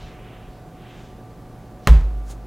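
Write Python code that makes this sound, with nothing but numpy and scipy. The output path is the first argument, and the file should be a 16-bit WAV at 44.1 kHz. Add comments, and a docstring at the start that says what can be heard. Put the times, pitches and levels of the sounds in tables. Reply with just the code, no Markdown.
"""Soft swishes and a low rumble over a quiet, humming room: a laptop is swivelled close by on a wooden table.
Its lid is pushed shut: the edge clacks in nine short contacts, each a pressure pulse with a crack of noise.
Decaying modes ring the plastic case and set the table booming; a brief noise tail is the room's answer.
Last, a hand brushes off the lid as a short burst of shaped noise."""
import sys
import numpy as np
from scipy import signal
from scipy.fft import rfft, irfft
from scipy.io import wavfile

SR = 44100
rng = np.random.default_rng(int(sys.argv[2]) if len(sys.argv) > 2 else 0)


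def to_wav(sig):
    """Store sig (one row per channel, or 1-D mono) as 16-bit WAV at the path in sys.argv[1].

    Samples outside -1..1 are clipped; the rate is SR.
    """
    pcm = np.clip(np.atleast_2d(sig), -1, 1) * 32767
    pcm = np.round(pcm).astype(np.int16)
    wavfile.write(sys.argv[1], SR, pcm.T)  # frames by channels


N = 108750

SHUT_S = 1.8724  # the blow that starts the case, table and room


def undb(db):
    """Level in decibels as an amplitude ratio."""
    return 10 ** (np.asarray(db) / 20)


def unit(x):
    """Normalisation to an rms amplitude of 1."""
    return x / np.sqrt(np.mean(x ** 2))


def clock():
    """Time axis: the instant of every sample, in seconds."""
    return np.arange(N) / SR


def colour(x, points):
    """Linear filtering: gains in dB, joined over log frequency, multiply the spectrum."""
    hz, db = np.array(points).T
    f = np.maximum(np.fft.rfftfreq(N, 1 / SR), 1)
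    gain = undb(np.interp(np.log(f), np.log(hz), db))
    low_slope = np.minimum(f / hz[0], 1) ** 2  # 12 dB per octave below the first point
    return irfft(rfft(x) * gain * low_slope, N)


def noise(points):
    """Coloured noise: white noise filtered to a spectral shape, then set to rms 1."""
    return unit(colour(rng.standard_normal(N), points))


def cut(x, hz, kind, order=2):
    """Butterworth filtering: maximally flat low-pass or high-pass."""
    sos = signal.butter(order, min(hz, SR / 2 - 1), kind, fs=SR, output="sos")
    return signal.sosfilt(sos, x)


def walk(rate):
    """Slow random modulation: noise low-passed at rate in Hz, of rms 1."""
    return unit(cut(rng.standard_normal(N), rate, "low"))


def fade(t, t60):
    """Exponential damping: the level falls 60 dB in t60 seconds."""
    return np.exp(-np.log(1000) * t / t60)


def ring(modes, t):
    """Modal superposition: damped sines that start together at t = 0."""
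    t = np.maximum(t, 0)
    return sum(undb(db) * np.sin(2 * np.pi * hz * t) * fade(t, t60) for hz, db, t60 in modes)


def swell(t, length):
    """Gradual onset: a squared-sine rise from 0 to 1 that starts at t = 0."""
    return np.sin(np.pi / 2 * np.clip(t / length, 0, 1)) ** 2


def background():
    """Stationary noise and frequency modulation: still air, and an appliance's wavering hum."""
    # Spectrum of the room air. Each row: frequency in Hz, relative density in dB per Hz.
    air = [(25, -10.5), (55, -1.5), (85, -15), (120, -4.5), (190, -10), (270, -11.5), (560, -15.5),
           (740, -16.5), (900, -22), (1400, -27.5), (2500, -36), (4500, -40.5), (8000, -44.5),
           (15500, -47.5)]
    # Partials of the hum. Each row: mean frequency in Hz, relative level in dB.
    partials = [(118.4, -45), (166.9, -49), (220.7, -55), (279.9, -57), (360.7, -57), (737.5, -52),
                (1174, -60), (1507, -71)]
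    air_db, hum_db = -43, -2.5
    wander_hz, waver_db = 2.56, 1  # rms spread of pitch and level
    hum = np.zeros(N)
    for hz, db in partials:
        level = undb(db + waver_db * walk(2.8))
        phase = 2 * np.pi * np.cumsum(hz + wander_hz * walk(9.8)) / SR
        hum += level * np.sin(phase)
    # the root of 2 makes a sine's level its rms level
    return undb(air_db) * noise(air) + undb(hum_db) * np.sqrt(2) * hum


def handling():
    """Band-limited noise under envelopes: swishes of moving arm and laptop, and a low handling rumble."""
    # Swishes. Each row: peak time in seconds, rise and fall (to 1/e) in seconds, level in dB,
    # upper edge in Hz.
    swishes = [(.02, 0.075, 0.12, -51.5, 4070), (.03, 0.11, 0.11, -57.5, 6900),
               (.13, 0.077, 0.17, -53, 2700), (.33, 0.15, 0.18, -52.5, 3290),
               (.55, 0.053, 0.057, -63, 5100), (.9, 0.12, 0.2, -51.5, 3540), (1.0, 0.11, 0.12, -60, 7400),
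               (1.865, 0.036, 0.013, -55.5, 6100)]
    # Level course of the rumble, its last value held. Each row: time in seconds, level in dB.
    rumble_levels = [(0, -44), (.05, -40), (.25, -50), (.36, -52), (.44, -41), (.53, -52), (.7, -62),
                     (1.05, -51), (1.3, -47), (1.6, -54), (1.8, -54)]
    low_edge_hz, rough_db, rumble_hz = 930, 0.5, 45.8
    t, out = clock(), np.zeros(N)
    for at, rise, fall, db, edge_hz in swishes:
        below_edge = cut(rng.standard_normal(N), edge_hz, "low", order=8)
        rub = unit(cut(below_edge, low_edge_hz, "high", order=1))
        envelope = np.exp(-((t - at) / np.where(t < at, rise, fall)) ** 2)
        out += undb(db) * rub * envelope
    # low-pass and high-pass at one frequency leave a narrow band
    below = cut(rng.standard_normal(N), rumble_hz, "low", order=4)
    rumble = unit(cut(below, rumble_hz, "high"))
    rumble_gain = undb(np.interp(t, *np.array(rumble_levels).T))
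    return out * undb(rough_db * walk(40)) + rumble * rumble_gain


def lid():
    """Impact excitation: each contact pushes the air and cracks; a longer contact is duller."""
    # Contacts of lid and case, the last as the lid settles. Each row: start in seconds,
    # relative level in dB, contact length (time constant of the smoothing) in ms.
    contacts = [(1.8725, -4, 0.041), (1.8732, 2, .055), (1.87415, 2, 0.1), (1.875, -6, .3),
                (1.8807, -1, 0.4), (1.8845, -11, 0.18), (1.888, -17, 0.17), (1.9, -17, .15),
                (2.011, -22, .15)]
    # Spectrum of the crack. Each row: frequency in Hz, relative density in dB per Hz.
    crack_spectrum = [(100, 3), (400, 1), (1100, -1), (2000, -3), (3400, 1), (5000, -10), (8000, -7.5),
                      (11000, -15), (15500, -13)]
    push_height, push_peak_ms = .4, .2  # pressure pulse before contact level and smoothing
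    crack_db, crack_t60_s = -3, .006
    t, out = clock(), np.zeros(N)
    for at, db, contact_ms in contacts:
        age = np.maximum(t - at, 0)
        rise = 1000 * age / push_peak_ms
        push = push_height * rise * np.exp(1 - rise)
        crack = undb(crack_db) * noise(crack_spectrum) * fade(age, crack_t60_s) * (t >= at)
        soft = np.exp(-1000 / (contact_ms * SR))  # one-pole low-pass
        out += undb(db) * signal.lfilter([1 - soft], [1, -soft], crack - push)
    return out


def case():
    """Modal vibration: the blow rings the plastic case, neighbouring modes moving opposite ways."""
    # Modes of the case. Each row: frequency in Hz, relative level in dB, 60 dB decay in seconds.
    case_modes = [(85, 6, 0.068), (130, 2, 0.087), (222, 0, .14), (345, -5, .11), (422, -5, .16),
                  (572, -2, .1), (730, -3, .11), (855, -7, .08), (1030, 2, .07), (1130, -6, .05),
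                  (1514, -5, .08), (1670, -11, .08), (1920, -10, .05), (2600, -5, .035), (3160, -3, .03),
                  (3520, -2, .03)]
    case_db = -20.5
    age = clock() - SHUT_S
    return undb(case_db) * (ring(case_modes[::2], age) - ring(case_modes[1::2], age))


def table():
    """Beating of close modes: the table's deep modes build up after the blow and ring out."""
    # Modes of the table. Each row: frequency in Hz, relative level in dB, 60 dB decay in seconds.
    table_modes = [(44.3, -.8, .43), (50.7, -11.2, 1.33), (54.8, 10.4, .28), (78.8, -13, .38),
                   (124, -12, .19), (153, -9, .27), (218, -22, .2), (420, -27, .24)]
    table_db, lag_s, swell_s = 1, .0109, .0527
    age = clock() - SHUT_S - lag_s
    return undb(table_db) * swell(age, swell_s) * ring(table_modes, age)


def room():
    """Diffuse reverberation: a decaying noise tail after the blow, whose treble dies first."""
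    # Spectrum of the tail. Each row: frequency in Hz, relative density in dB per Hz.
    room_spectrum = [(100, 2), (250, 1.5), (500, 2.5), (1100, 1), (2000, -4), (3500, -9.5), (5000, -14),
                     (8000, -17.5), (11000, -25.5), (15500, -25)]
    room_db, onset_s = -24.5, 0.0027
    low_t60_s, treble_t60_s = 0.46, 0.29
    age, tail = np.maximum(clock() - SHUT_S, 0), noise(room_spectrum)
    low = cut(tail, 3300, "low", order=1)
    treble = tail - low
    decaying = low * fade(age, low_t60_s) + treble * fade(age, treble_t60_s)
    return undb(room_db) * swell(age, onset_s) * decaying


def hand():
    """Friction noise: the hand brushes off the lid, an exponential rise and fall."""
    # Spectrum of the brush. Each row: frequency in Hz, relative density in dB per Hz.
    brush_spectrum = [(500, 6.5), (2500, -6), (5000, -3), (6000, -2.5), (6600, 3), (7400, -3), (10000, -6),
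                      (12000, -12), (15500, -14)]
    peak_s, rise_s, fall_s, brush_db = 2.313, .024, .016, -42.5  # rise and fall to 1/e
    t = clock()
    envelope = np.exp(-abs(t - peak_s) / np.where(t < peak_s, rise_s, fall_s))
    return undb(brush_db) * noise(brush_spectrum) * envelope


def scene():
    """Mid-side stereo: sources just right of centre; phase, diffuse sound and hiss part the channels."""
    # Stereo width of diffuse sound. Each row: frequency in Hz, side against mid in dB.
    width = [(30, -25), (125, -21), (500, -23), (2000, -30.5), (6000, -18), (15500, -7)]
    hiss_side_db, clack_side_db = -71.5, -26
    balance_db = -.85  # left against right
    blow = lid() + case() + table()
    mid = blow + room() + handling() + hand() + background()
    # fresh random draws make the side independent of the mid
    diffuse = colour(room() + handling() + background(), width)
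    hiss = undb(hiss_side_db) * rng.standard_normal(N)
    quarter_turn = signal.hilbert(blow).imag  # every partial shifted by 90 degrees
    side = diffuse + hiss + undb(clack_side_db) * quarter_turn
    sign = np.array([[1], [-1]])
    return (mid + sign * side) * undb(sign * balance_db / 2)


def record(dry):
    """Soft saturation and band limiting: the recorder rounds the loudest peaks and cuts the top."""
    ceiling, knee = 0.96, 7  # top level before the filter, hardness of the bend
    top_hz = 15900
    rounded = dry / (1 + abs(dry / ceiling) ** knee) ** (1 / knee)
    low_pass = signal.ellip(10, .1, 80, top_hz, fs=SR, output="sos")
    return signal.sosfilt(low_pass, rounded)


dry = scene()
out = record(dry)
to_wav(out)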